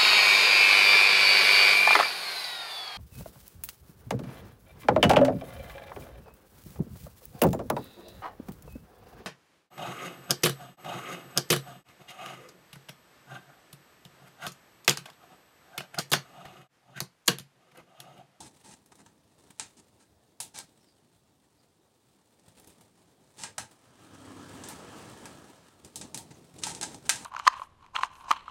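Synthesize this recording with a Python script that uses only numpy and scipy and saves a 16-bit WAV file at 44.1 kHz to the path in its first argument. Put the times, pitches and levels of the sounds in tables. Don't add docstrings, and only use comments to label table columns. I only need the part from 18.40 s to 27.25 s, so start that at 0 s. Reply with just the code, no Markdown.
import sys
import numpy as np
from scipy import signal
from scipy.fft import rfft, irfft
from scipy.io import wavfile
from scipy.ndimage import uniform_filter1d, minimum_filter1d

SR = 44100
rng = np.random.default_rng(int(sys.argv[2]) if len(sys.argv) > 2 else 0)


def unload_wav(signal):
    wavfile.write(
        sys.argv[1],
        SR,
        np.round(np.clip(np.atleast_2d(signal).T, -1, 1) * 32767).astype(np.int16),
    )


N = 390285
TIME = np.arange(N) / SR

# t/s, relative level/dB, knock/dB, midrange/dB, top edge/dB, echo/dB
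SNAPS = [(0.004, -16, 8.5, -11, -12, 5), (0.46, -29, -1, 3, 3, -1.5), (0.554, -29, -10, -10, -1, 1),
         (0.661, -29.5, 5, 8.5, -28, 7), (1.1966, 2, -6.5, 0, -24, -1.5), (2.0019, -6, -3, -10, -3, 6.5),
         (2.1876, -3, -6, -4, -5, -11.5), (4.197, -28, 4, -3, 6, 2), (4.245, -27.5, 8, 2, -1, -3),
         (4.273, -27.5, 3, -2, 7, 2.5), (4.301, -29.5, 3, -3, -11, 4.5), (4.41, -30.5, 6, 4, 2, 2),
         (5.035, -3.5, 0, 4, -20, 3.5), (5.181, -1.5, 2, 4, -12, 2.5), (6.237, -11.5, 1, -12, -19, 1.5),
         (6.2856, -14.5, -3, -19, 3, 4.5), (6.8555, -12.5, 3, 3.5, -9, 1),
         (7.4475, -16, -4.5, -4, -6, -0.5), (7.5577, -3.5, -6.5, -14, -6, 0),
         (7.6127, -7.5, -.5, -3.5, -20, 1.5), (7.7445, -3, -6.5, -6, -11, 0.5),
         (7.775, -5, 0.5, -8, -4.5, -1), (8.2356, 6.5, -8, -4, -21, -2), (8.2673, -6, 9, -1, -9, 2.5),
         (8.303, -10, 2, -6, -20, 2), (8.349, -5, -10, -12, -20, -2), (8.4121, 0.5, -4, -6, -15, -6),
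         (8.429, 3, 1.5, -9, -19, -0.5), (8.5449, -9.5, 9, -15, -20, -4),
         (8.6932, 14.5, -6.5, 2, -14, -2.5), (8.698, 9.5, -27, 3.5, -11, -5.5),
         (8.757, -8.5, 0, -7, -18, 3.5), (8.847, -8.5, -5, -14, -10, -10)]
# start/s, end/s, level/dB, hollow ring/dB
SCRAPES = [(0.002, 0.091, -52, 2), (0.232, 0.355, -52.5, 2.5), (0.516, 0.536, -51, 12),
           (0.581, 0.629, -55.5, 9), (1.362, 1.412, -56, 0), (1.59, 1.647, -59.5, 6),
           (2.137, 2.219, -42.5, 1.5), (4.976, 5.045, -44.5, 1), (6.239, 6.342, -46.5, 8),
           (7.905, 7.927, -47.5, 7), (8.182, 8.208, -46, -7), (8.215, 8.328, -39, 3), (8.32, 8.397, -51, 6),
           (8.415, 8.447, -34, 9), (8.473, 8.554, -52.5, 6.5), (8.651, 8.676, -47.5, 5),
           (8.761, 8.845, -49, 6)]
# f/Hz, level/dB
CRACK_TONE = [(40, -40), (150, -23), (500, -6), (800, -0.5), (1100, -9), (2800, -4.5), (4500, -2.5),
              (6500, -0.5), (8700, 4), (10000, 2.5), (11500, -3), (16000, -11.5)]
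TONE_BANDS = (300, 850, 1650, 3500, 8000, 13000)
# f/Hz, width/Hz, boost/dB (before scaling by hollowness)
BOTTLE_PEAKS = [(910, 207, 9.5), (1300, 150, 7.5), (1618, 93, 8.5), (1880, 250, 4.5), (2500, 520, 3),
                (3650, 220, 2), (4100, 170, 3), (5150, 300, 1.5), (6300, 240, 3.5), (8200, 340, 0.5)]
# f/Hz, time to fade by 60 dB/s
WALL_FADE = [(150, 0.81), (900, 0.22), (2500, 0.25), (5000, 0.22), (8500, 0.2), (15000, 0.21)]
# middle/s, half length/s, level/dB
SWEEPS = [(.15, 0.19, -63.5), (1.12, 0.17, -64), (2.456, 0.054, -66.5), (4.247, 0.3, -64.5),
          (4.95, 0.08, -67), (6.452, 0.79, -60.5), (8.8, 0.45, -57.5)]
# f/Hz, level/dB
LEAF_TONE = [(60, -4), (300, -12), (900, 2), (1600, -1.5), (4000, 0.5), (6000, -6.5), (8600, 2.5),
             (11500, -11), (16000, -10)]
# f/Hz, level/dB
STREET_TONE = [(30, -39), (48, -40), (65, -4), (110, 2), (300, 0), (500, -7), (900, -18), (1500, -27),
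               (2200, -31.5), (5000, -31), (8600, -35.5), (11500, -40), (16000, -47)]
# t/s, level/dB
STREET_LEVEL = [(0, -50.5), (.5, -53), (3.7, -55.5), (4.3, -51.5), (5.3, -51.5), (6.2, -46.5), (7.3, -48.5),
                (7.8, -45), (8.85, -46.5)]
# f/Hz, level/dB
SWELL_TONE = [(30, -35), (55, -18), (110, -4), (300, 1), (600, -4), (1000, -9.5), (1600, -18.5),
              (2400, -18.5), (5000, -22), (8300, -22.5), (12000, -38.5), (16000, -40)]
# f/Hz, width/Hz, boost/dB
SWELL_PEAKS = [(267, 26, 0), (1303, 190, 8.5), (1666, 230, 9), (3130, 440, 4.5)]
# multiple of the firing rate, level/dB
ENGINE_TONES = [(3, 6.3), (8, 9), (9, 7.4)]
# multiple of the firing rate, level/dB
HUM_TONES = [(2, -20), (4, -0.5), (5, 2)]
# t/s, length/s, start f/Hz, end f/Hz, level/dB
CHIRPS = [(2.39, 0.06, 6000, 5000, -73), (2.431, 0.12, 5300, 4500, -73.5), (3.17, 0.057, 5060, 4200, -76),
          (7.931, 0.031, 6850, 5800, -67)]
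# f/Hz, level/dB
AIR_TONE = [(30, 10), (80, 26.5), (250, 18.5), (600, 2), (2000, -17), (3800, -1), (6000, -12), (8600, -6.5),
            (11500, -9.5), (16000, -9)]


def snaps(break_s=0.0011, echo_db=-2, direct_db=-5, size=512):
    out, t = np.zeros(N), np.arange(size) / SR
    for start, db, knock_db, mid_db, edge_db, extra_echo_db in SNAPS:
        spectrum = rfft(rng.standard_normal(size) * np.sqrt(t) * np.exp(-t / break_s), 2 * size)
        flattened = unit_rms(abs(spectrum) ** .5)
        burst = irfft(flattened * np.exp(1j * np.angle(spectrum)))[:size]
        crack = amp(echo_db + extra_echo_db) * wall_echo()
        add(crack, 0, amp(direct_db) * burst)
        add(out, start, amp(db) * signal.fftconvolve(crack, bottle_ring(knock_db, mid_db, edge_db)))
    return out


def scrapes(slips_per_s=3000, spread_db=3, echo_db=-5, rise_share=0.19, release_s=0.012, build_db=1):
    out, t = np.zeros(N), TIME[:SR // 4]
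    for start, end, db, hollow_db in SCRAPES:
        length = max(end - start, release_s)
        chance, strength, sign = rng.random((3, len(t)))
        sizes = amp(-spread_db * np.log(np.maximum(strength, .03)))
        slips = (chance < slips_per_s / SR) * np.sign(sign - .5) * sizes
        contact = np.clip(np.minimum(t / (rise_share * length), (length - t) / release_s), 0, 1)
        pressure = contact * amp(build_db * (np.minimum(t / length, 1) - .5))
        path = amp(echo_db) * wall_echo()
        path[0] += 1
        ring = bottle_ring(knock_db=hollow_db + 0.5, mid_db=hollow_db - 2.5, edge_db=-15.5)
        ring = signal.fftconvolve(ring, path)
        ring /= np.linalg.norm(ring)
        add(out, start, amp(db) * signal.fftconvolve(pressure * unit_rms(slips), ring))
    return out


def bottle_ring(knock_db, mid_db, edge_db, bass_db=-3, hollowness=1.126, size=4096):
    hz = np.fft.rfftfreq(size, 1 / SR)
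    ripple_db = unit_rms(uniform_filter1d(rng.standard_normal(len(hz)), size=36))
    adjustments = list(zip(TONE_BANDS, (bass_db, knock_db, mid_db, 0, 0, edge_db)))
    detune = 1 + 0.01 * rng.uniform(-0.52, 1)
    db = look_up(CRACK_TONE, hz) + look_up(adjustments, hz) + ripple_db
    db += hollowness * humps(BOTTLE_PEAKS, hz * detune)
    log_gain = np.log(amp(np.r_[db, db[-2:0:-1]]))
    return np.fft.ifft(np.exp(np.conj(signal.hilbert(log_gain)))).real


def wall_echo(size=20000, gap_s=0.0017, early_boost=1.3, early_s=0.0047, grain=0.36):
    t = np.arange(size) / SR
    bounces = rng.standard_normal(size) * np.exp(grain * rng.standard_normal(size))
    hz, frame_s, bands = signal.stft(bounces, SR, nperseg=256)
    fade = 1000 ** (-frame_s / look_up(WALL_FADE, hz)[:, None])
    tail = signal.istft(bands * fade, SR)[1][:size]
    tail *= (1 + early_boost * np.exp(-t / early_s)) * np.minimum(t / gap_s, 1) ** 2
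    return tail / np.linalg.norm(tail)


def leaves(touches_per_s=260, spread_db=3, clump_db=3.5, clump_s=0.035, brush_s=0.0028, echo_s=0.028):
    sizes = amp(spread_db * np.minimum(rng.exponential(1, N), 4) + clump_db * wander(clump_s))
    touches = (rng.random(N) < touches_per_s / SR) * sizes
    t = TIME[:SR // 4]
    fade = np.exp(-t / brush_s) / brush_s + 0.25 * np.exp(-t / echo_s) / echo_s
    power = abs(signal.oaconvolve(touches ** 2, fade)[:N])
    puffs = np.sqrt(power) * rng.standard_normal(N)
    tone = amp(look_up(LEAF_TONE, np.fft.rfftfreq(N, 1 / SR)))
    return stirring() * unit_rms(irfft(rfft(puffs) * tone, N))


def twig_ticks(ticks_per_s=55, spread_db=1.5, against_leaves_db=-2):
    sizes = amp(spread_db * np.minimum(rng.exponential(1, N), 2.5)) * rng.choice([-1, 1], N)
    taps = sizes * (rng.random(N) < ticks_per_s / SR)
    path = wall_echo()
    path[0] += 1
    ring = signal.fftconvolve(path, bottle_ring(knock_db=10, mid_db=3, edge_db=-8))
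    return amp(against_leaves_db) * stirring() * unit_rms(signal.oaconvolve(taps, ring)[:N])


def stirring(idle_db=-73.5):
    return np.sqrt(amp(idle_db) ** 2 + sum(swell(*sweep) ** 2 for sweep in SWEEPS))


def traffic():
    street = amp(np.interp(TIME, *np.transpose(STREET_LEVEL)))
    street *= drifting_noise(STREET_TONE, patchy_db=1.5, flicker_db=1.35)
    street_swell = swell(middle_s=6.385, half_s=0.55, db=-45.5)
    street_swell *= drifting_noise(SWELL_TONE, patchy_db=1.76, flicker_db=0.5, peaks=SWELL_PEAKS)
    passing = engine(ENGINE_TONES, firing_hz=32.6, middle_s=5.98, half_s=0.26, db=-46, sag_hz_per_s=1.8)
    later_hum = engine(HUM_TONES, firing_hz=33.6, middle_s=8.12, half_s=0.33, db=-51)
    return street + street_swell + passing + later_hum


def engine(tones, firing_hz, middle_s, half_s, db, sag_hz_per_s=0, waver=0.0091):
    hz = firing_hz - sag_hz_per_s * (TIME - middle_s)
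    firings = np.cumsum(hz * (1 + waver * wander(seconds=0.05))) / SR
    hum = sum(amp(tone_db) * np.sin(2 * np.pi * (k * firings + rng.random())) for k, tone_db in tones)
    return swell(middle_s, half_s, db) * unit_rms(hum)


def birds(echo_db=-1, rasp=0.05, rasp_s=0.001):
    out = np.zeros(N)
    for start, length, start_hz, end_hz, db in CHIRPS:
        hz = np.linspace(start_hz, end_hz, int(length * SR))
        hz *= 1 + rasp * wander(rasp_s)[:len(hz)]
        chirp = np.sin(2 * np.pi * np.cumsum(hz) / SR) * np.hanning(len(hz))
        add(out, start, amp(db) * unit_rms(chirp))
    return out + amp(echo_db) * signal.oaconvolve(out, wall_echo())[:N]


def still_air(db=-64.5):
    return amp(db) * drifting_noise(AIR_TONE, patchy_db=2.3, flicker_db=1.8)


def drifting_noise(tone, patchy_db, flicker_db, peaks=(), size=2048):
    hz, frames = np.fft.rfftfreq(size, 1 / SR), 4 * N // size + 5
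    real, imaginary, patches = rng.standard_normal((3, frames, len(hz)))
    patches = unit_rms(uniform_filter1d(uniform_filter1d(patches, size=7, axis=0), size=9, axis=1))
    flicker = unit_rms(uniform_filter1d(rng.standard_normal(frames), size=5))[:, None]
    db = look_up(tone, hz) + humps(peaks, hz) + patchy_db * patches + flicker_db * flicker
    bands = (real + 1j * imaginary) * amp(db)
    return unit_rms(signal.istft(bands.T, nperseg=size, noverlap=size - size // 4)[1][:N])


def swell(middle_s, half_s, db):
    return amp(db) * np.exp(-.5 * ((TIME - middle_s) / half_s) ** 2)


def wander(seconds):
    return unit_rms(uniform_filter1d(rng.standard_normal(N), max(int(seconds * SR), 1)))


def amp(db):
    return 10 ** (np.asarray(db) / 20)


def unit_rms(x):
    return x / np.sqrt(np.mean(x ** 2) + 1e-20)


def look_up(points, hz):
    f, value = np.transpose(points)
    return np.interp(np.log(hz + 1), np.log(f), value)


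def humps(peaks, hz):
    return sum(db / (1 + (2 * (hz - f) / width) ** 2) for f, width, db in peaks)


def add(mix, start_s, sound):
    part = mix[max(round(start_s * SR), 0):][:len(sound)]
    part += sound[:len(part)]


def noise_suppressor(x, threshold_db=-61, range_db=8, hold_s=0.0049, bass_hz=700, treble_hz=2000):
    treble = signal.sosfilt(signal.butter(2, treble_hz, "high", fs=SR, output="sos"), x)
    treble_db = 10 * np.log10(abs(uniform_filter1d(treble ** 2, int(0.0018 * SR))) + 1e-14)
    squeeze = 1.5 - np.clip((treble_db - threshold_db) / range_db, 0, 1)
    squeeze = uniform_filter1d(minimum_filter1d(squeeze, int(hold_s * SR)), size=256)
    bass_cut_db, overall_cut_db = 7 * squeeze, 3 * squeeze
    bass = signal.sosfiltfilt(signal.butter(2, bass_hz, fs=SR, output="sos"), x)
    return (x - bass * (1 - amp(-bass_cut_db))) * amp(-overall_cut_db)


def scene():
    return (still_air() + traffic() + leaves() + twig_ticks() + birds() + snaps() + scrapes())[None]


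def record(dry, low_cut_hz=52, high_cut_hz=16100):
    x = signal.sosfilt(signal.butter(2, low_cut_hz, "high", fs=SR, output="sos"), dry[0])
    low_pass = signal.firwin(401, high_cut_hz, window=("kaiser", 8), fs=SR)
    return signal.oaconvolve(noise_suppressor(x), low_pass, "same")[None]


dry = scene()
out = record(dry)
unload_wav(out)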